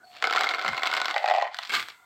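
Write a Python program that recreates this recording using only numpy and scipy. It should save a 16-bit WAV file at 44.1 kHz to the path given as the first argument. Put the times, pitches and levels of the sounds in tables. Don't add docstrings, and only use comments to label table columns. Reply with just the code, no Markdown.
import sys
import numpy as np
from scipy import signal
from scipy.fft import rfft, irfft
from scipy.io import wavfile
from scipy.ndimage import uniform_filter1d

SR = 44100
rng = np.random.default_rng(int(sys.argv[2]) if len(sys.argv) > 2 else 0)


def level_to_linear(level):
    exponent = np.asarray(level, float) / 20
    return 10 ** exponent


def inscribe(sig):
    pcm = np.round(np.clip(np.atleast_2d(sig).T, -1, 1) * 32767)
    wavfile.write(sys.argv[1], SR, pcm.astype(np.int16))


N = 90404

# frequency_hz, level_db
TICK = [(500, -20.5), (1200, -9), (2200, -9.5), (4500, -15), (8000, -51), (9500, -53), (12000, -46.5),
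        (16000, -75)]
LOADED_S, FULL_S = 1.135, 1.68
LOW_SHARE_DB = (-3.5, 9.5, -1)
SCATTER_DB = 2


def blows():
    # start_s, tick_db, low_ring_db, middle_ring_db, high_ring_db
    first_nuts = [(0.2244, -15, -24.5, -22, -28), (0.2406, -12.5, -22, -17.5, -13),
                  (0.2514, -21, -38, -26, -38), (0.256, -35, -32, -33, -40), (0.2713, -16, -26, -16.5, -36),
                  (0.29, -36, -56, -38, -42), (0.2984, -20, -42.5, -19, -40),
                  (0.3089, -17.5, -22.5, -21, -28), (0.3257, -14.5, -28, -19.5, -20.5),
                  (0.3353, -17, -35, -49, -35), (0.349, -21, -20, -52, -32),
                  (0.3609, -12.5, -24.5, -24, -40), (0.3661, -16, -27.5, -29, -21),
                  (0.3744, -42, -36, -14, -20), (0.3825, -21.5, -38, -28, -19),
                  (0.3915, -18, -26.5, -25, -28), (0.4034, -22, -24, -59, -27),
                  (0.409, -10.5, -25, -29, -22), (0.4193, -29, -25.5, -30, -16),
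                  (0.4345, -14.5, -30, -25, -19), (0.442, -14.5, -34, -20, -37),
                  (0.4683, -21.5, -24.5, -21, -17), (0.4897, -15.5, -36, -33, -48),
                  (0.4941, -25.5, -38, -41, -36), (0.5104, -25, -36, -28, -26),
                  (0.5372, -19.5, -28, -23, -17.5), (0.546, -19, -30, -25, -27),
                  (0.5836, -27, -31, -20, -39), (0.5929, -25, -36, -32.5, -24),
                  (0.6138, -24, -35, -47, -39), (0.6236, -24, -37.5, -42, -28)]
    second_nuts = [(0.6471, -19, -24, -18.5, -37), (0.6615, -20.5, -32, -22, -22.5),
                   (0.6794, -13.5, -30, -25, -21), (0.687, -19, -26, -31, -23),
                   (0.7317, -23, -30, -27, -29.5), (0.7454, -28, -30.5, -51, -27),
                   (0.7688, -26, -36, -38, -31), (0.778, -17.5, -28.5, -43, -23),
                   (0.8201, -24, -35, -26, -24), (0.833, -13.5, -29.5, -26, -27),
                   (0.8564, -18.5, -30, -40, -31), (0.8614, -21, -33, -26.5, -34),
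                   (0.867, -19.5, -39, -26, -43), (0.8716, -12, -33.5, -23, -24),
                   (0.9143, -19.5, -45, -44, -24), (0.9274, -21.5, -34, -18, -37),
                   (0.9378, -13, -25.5, -45, -25), (0.95, -17.5, -33.5, -24, -35.5),
                   (0.9667, -15, -35, -29, -33), (0.9737, -17, -35, -29, -33), (0.979, -25, -33, -31, -27),
                   (1.0005, -18.5, -29, -23, -38), (1.0156, -14, -26.5, -21, -43),
                   (1.045, -21.5, -39, -34.5, -35), (1.056, -13, -33, -20.5, -38.5),
                   (1.082, -16, -33.5, -26, -34), (1.0944, -25.5, -36.5, -27, -41),
                   (1.1014, -22.5, -34.5, -42, -32.5), (1.1097, -16, -35, -38.5, -32.5)]
    # start_s, tick_db, high_ring_db, low_ring_db
    knocks = [(1.1424, -24.5, -24, -17), (1.1618, -22.5, -12, -5.5), (1.1692, -41.5, -17.5, -11.5),
              (1.1793, -19, -23.5, -32), (1.2419, -27, -21.5, -4.5), (1.2585, -21.5, -15, -17),
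              (1.2774, -23, -25, -7.5), (1.2854, -21, -19.5, -7), (1.2987, -23, -15.5, -5),
              (1.3102, -21.5, -13.5, -3), (1.3185, -34, -27, -8.5), (1.3381, -22, -48.5, -6.5),
              (1.3579, -36, -31, -15.5), (1.3624, -25.5, -25.5, -19.5), (1.3742, -32, -36, -11),
              (1.3831, -29, -42, -4), (1.4121, -30.5, -20, -30), (1.4232, -23, -46, -4),
              (1.3484, -25.5, -18.5, -7), (1.3987, -32, -21.5, -27), (1.443, -35, -29, -26),
              (1.452, -46, -22, -19.5), (1.467, -41, -28, -17), (1.4751, -42, -22, -23)]
    # start_s, tick_db, ring_db
    last_nuts = [
        (1.6944, -25, -20),
        (1.7044, -29, -19),
        (1.72, -25, -32),
        (1.7242, -29, -24),
        (1.7375, -21.5, -13),
        (1.7513, -17, -18.5),
        (1.7662, -28, -16.5),
        (1.7968, -22, -28),
    ]
    # start_s, tick_db, ring_db
    further_nuts = [
        (0.166, -36.5, -43),
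        (1.8026, -24, -48),
        (1.8113, -47, -41),
        (1.8265, -25, -56),
        (1.700, -30, -22),
        (1.73, -43, -19),
        (1.763, -39, -13),
    ]
    # start_s, tick_db, ring_db
    light_nuts = [
        (1.5446, -22.5, -38),
        (1.568, -28.5, -50),
        (1.5873, -19.5, -26),
        (1.6289, -28.5, -50),
        (1.6333, -24.5, -64),
        (1.65, -28, -64),
        (1.655, -35.5, -73),
        (1.673, -30, -55),
        (1.885, -25.5, -47),
    ]
    # frequency_hz, level_db
    click_colour = [(500, -23), (1500, -9.5), (2500, -15.5), (4200, -13.5), (6000, -30.5), (8000, -51),
                    (9500, -76), (16000, -65.5)]

    t, tick, low, mid, high = np.vstack([first_nuts, second_nuts]).T
    bare = ticks(t, tick - 2, TICK) + rings(t, low + 4.5, mid + 4.5, high + 9.5, SCATTER_DB)

    t, tick, high = np.vstack([last_nuts, further_nuts]).T
    late = [t, tick, high, high + LOW_SHARE_DB[2]]
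    t, tick, high, low = np.hstack([late, np.array(knocks).T])
    heap = ticks(t, tick + 1, TICK) + rings(t, low - 4, high - 3.5, high - 3.5, SCATTER_DB)

    t, tick, db = np.array(light_nuts).T
    light = ticks(t, tick, click_colour) + rings(t, db, db, db, SCATTER_DB)
    return bare + heap + light


def ticks(times, db, points):
    # frequency_hz, width_hz, gain_db
    sheen = [(3440, 106, -3.5), (3990, 260, -19.5), (7743, 1033, 16.5)]
    crack_s, tail_s, tail_db = 0.00043, 0.0041, -14
    bright_db = (-40, -44, -36)

    hit = fade(train(times, level_to_linear(db)), .0004) / 15
    envelope = fade(hit, crack_s) + level_to_linear(tail_db) * fade(hit, tail_s)
    burst = rng.standard_normal(N) * envelope
    sparkle = signal.lfilter(*signal.iirpeak(13500, 3.5, SR), burst)
    out = colour(burst, points) + level_to_linear(share(bright_db)) * sparkle
    for hz, width, gain_db in sheen:
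        out = out + level_to_linear(gain_db) * signal.lfilter(*signal.iirpeak(hz, hz / width, SR), out)
    return 10 * out


def rings(times, low_db, mid_db, high_db, scatter_db):
    # frequency_hz, level_db, t60_s
    bare_modes = [(469, -18, 0.057), (762.3, -2, 0.035), (1074, 4, 0.012), (1334, -9.5, 0.033),
                  (1390, -3, 0.027), (1473.5, -9, 0.048), (1840, -12, 0.012), (2127, -6, 0.023)]
    loaded_modes = [(631.5, -5, 0.065), (721.6, 1.5, 0.04), (771.6, 1, 0.027), (1022, -14, 0.023),
                    (1293, -6, 0.023), (1557, -2.5, 0.0097), (1934, -5, 0.029), (2018, 1, 0.014),
                    (2415, -6, 0.018), (3040, -8, .01)]
    full_modes = [(715, -29, 0.011), (1177, -14, 0.13), (1566, -0.5, 0.015), (2185, -0.5, 0.021),
                  (2700, -5, 0.012), (3230, -16.5, 0.047)]
    split_hz, upper_hz = 1100, 1750
    detune, contact_t60_s = .008, .01
    rise_db_oct_s, middle_s = (19.5, 112, 9), (0.6, 1.275, 0)
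    contact_gain = 2 * np.log(1000) / (contact_t60_s * SR)

    out = np.zeros(N)
    edges = (np.array([0, LOADED_S, FULL_S, N / SR]) * SR).astype(int)
    for k, modes in enumerate((bare_modes, loaded_modes, full_modes)):
        span = slice(edges[k], edges[k + 1] + SR // 6)
        for hz, db, t60 in modes:
            spot = rng.standard_normal(len(times))
            if hz < split_hz:
                octaves = np.log2(hz / 745)
            else:
                octaves = np.clip(4 * np.log2(hz / 1390), -.5, .5) * (k == 0)
            db = db + rise_db_oct_s[k] * octaves * np.clip(times - middle_s[k], -.5, .5)
            group_db = low_db if hz < split_hz else mid_db if hz < upper_hz else high_db
            size = (fill(times) == k) * level_to_linear(db + group_db + scatter_db * spot)
            side = np.sign(rng.standard_normal(len(times)))
            for way in (-1, 1):
                hits = train(times, size * (side == way))[span]
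                push = ring(hits, hz, contact_t60_s) * contact_gain
                out[span] += ring(push, hz * (1 + way * detune), t60)
    return out


def stream():
    # start_s, level_db, tick_share_db
    flow = [(0, -64.5, -14.5), (.17, -55.5, 17.5), (.215, -52, 13.5), (0.233, -25, -14.5),
            (.45, -22.5, -5.5), (.63, -25.5, -7), (.95, -27, -7), (1.199, -33.5, -5), (1.35, -30, -7),
            (1.468, -32.5, -14.5), (1.529, -53.5, 8.5), (1.691, -59.5, 20.5), (1.70, -49, 5),
            (1.743, -37, -14), (1.81, -52, -1), (1.899, -43, 7.5), (2.05, -73, -32)]
    nuts_per_s, size_spread_db, scatter_db = 550, 4.5, 3

    chance = rng.random((int(nuts_per_s * N / SR), 2)).T
    t = chance[0] * N / SR
    flow_s, flow_db, tick_share_db = np.array(flow).T
    level = np.interp(t, flow_s, flow_db)
    tick = np.interp(t, flow_s, tick_share_db)
    db = level - 15 - size_spread_db * np.log(1 - .95 * chance[1])
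    low = np.array(LOW_SHARE_DB)[fill(t)]
    return ticks(t, db + tick, TICK) + rings(t, db + low, db, db, scatter_db)


def rush():
    centre_s, spread_s, level_db = 1.748, .018, -57
    t = rng.standard_normal(1000)
    skewed = np.where(t > 0, 2.1 * t, t)
    return ticks(centre_s + spread_s * skewed, level_db + 0 * t, TICK)


def thumps():
    # start_s, pitch_hz, level_db, length_s
    bumps = [
        (0.696, 181, -44, 0.085),
        (1.788, 149.6, -56.5, 0.087),
    ]
    t, out = np.arange(N) / SR, 0
    for s, hz, db, length in bumps:
        rough = 0.59 + 18 * uniform_filter1d(rng.standard_normal(N), size=320)
        swell = np.exp(-((t - s) / length * 2) ** 2)
        tone = np.sin(2 * np.pi * hz * (t - s) * (1 - 3 * (t - s)))
        out = out + level_to_linear(db) * rough * swell * tone
    return out


def floor():
    # frequency_hz, level_db
    room_colour = [(30, -25), (200, -19.5), (500, -37.5), (1500, -32), (5000, -33), (16000, -49.5)]
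    # start_s, level_db
    air_level = [(0, -76), (.1, -67.5), (.3, -79.5), (1.2, -65), (1.36, -71), (1.53, -85.5), (1.57, -64.5),
                 (1.68, -65), (1.75, -46), (1.9, -65.5), (2.05, -71.5)]
    # frequency_hz, level_db
    air_colour = [(3000, -35.5), (5000, -7), (8000, 4), (9500, -7), (11300, -6.5), (12500, -2), (15500, -7)]
    # pitch_hz, start_s, end_s, level_db
    hum = [(729.5, 0.024, 0.29, -54.5), (1480, 0.0047, 0.055, -56), (332, 0, 0.023, -65),
           (4404, 0.039, .2, -61), (745, 2.0, 2.1, -66), (973, 1.88, 2.1, -67), (1180, 1.85, 2.1, -71),
           (1405, 1.4, 2.1, -61), (2060, 1.3, 2.1, -65.5), (3540, 1.93, 2.1, -75), (4404, 1.6, 2.1, -81)]

    t = np.arange(N) / SR
    room = colour(rng.standard_normal(N), room_colour)
    air = colour(rng.standard_normal(N), air_colour)
    air_gain = level_to_linear(np.interp(t, *np.array(air_level).T))
    out = level_to_linear(-72.5) * room / room.std() + air_gain * air / air.std()
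    for hz, start, end, db in hum:
        tone = ring(rng.standard_normal(N), hz, max(70 / hz, .04))
        tone = tone / np.sqrt(uniform_filter1d(tone ** 2, size=2000))
        gate = uniform_filter1d(1. * (t >= start) * (t < end), size=900)
        out = out + level_to_linear(db) * gate * tone / tone.std()
    return out


def colour(x, points):
    hz, db = np.array(points).T
    size = 1024
    grid_hz = np.arange(size + 1) * SR / size / 2
    log_gain = np.log(level_to_linear(np.interp(np.log(grid_hz + 1), np.log(hz), db)))
    cep = irfft(log_gain)
    cep[1:size] *= 2
    cep[size + 1:] = 0
    return signal.fftconvolve(x, irfft(np.exp(rfft(cep)))[:size])[:N]


def train(times, sizes):
    return np.bincount(np.clip((times * SR).astype(int), 0, N - 1), sizes, N)


def fade(x, seconds):
    return signal.lfilter([1], [1, -np.exp(-1 / (seconds * SR))], x)


def ring(x, hz, t60):
    pole = np.exp((2j * np.pi * hz - np.log(1000) / t60) / SR)
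    return signal.lfilter([1], [1, -pole], x + 0j).imag


def fill(times):
    return np.searchsorted([LOADED_S, FULL_S], times)


def share(values):
    return uniform_filter1d(np.array(values, float)[fill(np.arange(N) / SR)], size=900)


def scene():
    room_t60_s, room_db = .28, -13
    pan_cut_hz = (336, 856, 200)

    dry = blows() + stream() + rush()
    t = np.arange(SR // 2) / SR
    decay = level_to_linear(-60 * t / room_t60_s) * (t > .004)
    tail = fade(rng.standard_normal(len(t)), .00004) * decay
    wet = signal.fftconvolve(dry, tail / np.linalg.norm(tail))[:N]
    pan = 0
    for state, hz in zip(np.eye(3), pan_cut_hz):
        high_pass = signal.butter(3, hz, "high", fs=SR, output="sos")
        pan = pan + share(state) * signal.sosfilt(high_pass, dry + level_to_linear(room_db) * wet)
    return (pan + thumps() + floor())[None]


def low_pass(x):
    return signal.sosfilt(signal.butter(12, 16370, fs=SR, output="sos"), x)


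def record(dry):
    bass_cut = signal.butter(2, 75, "high", fs=SR, output="sos")
    top_cut = signal.ellip(10, .5, 60, 15950, fs=SR, output="sos")
    soft = signal.sosfilt(bass_cut, np.tanh(dry))
    return low_pass(signal.sosfilt(top_cut, soft))


dry = scene()
out = record(dry)
inscribe(out)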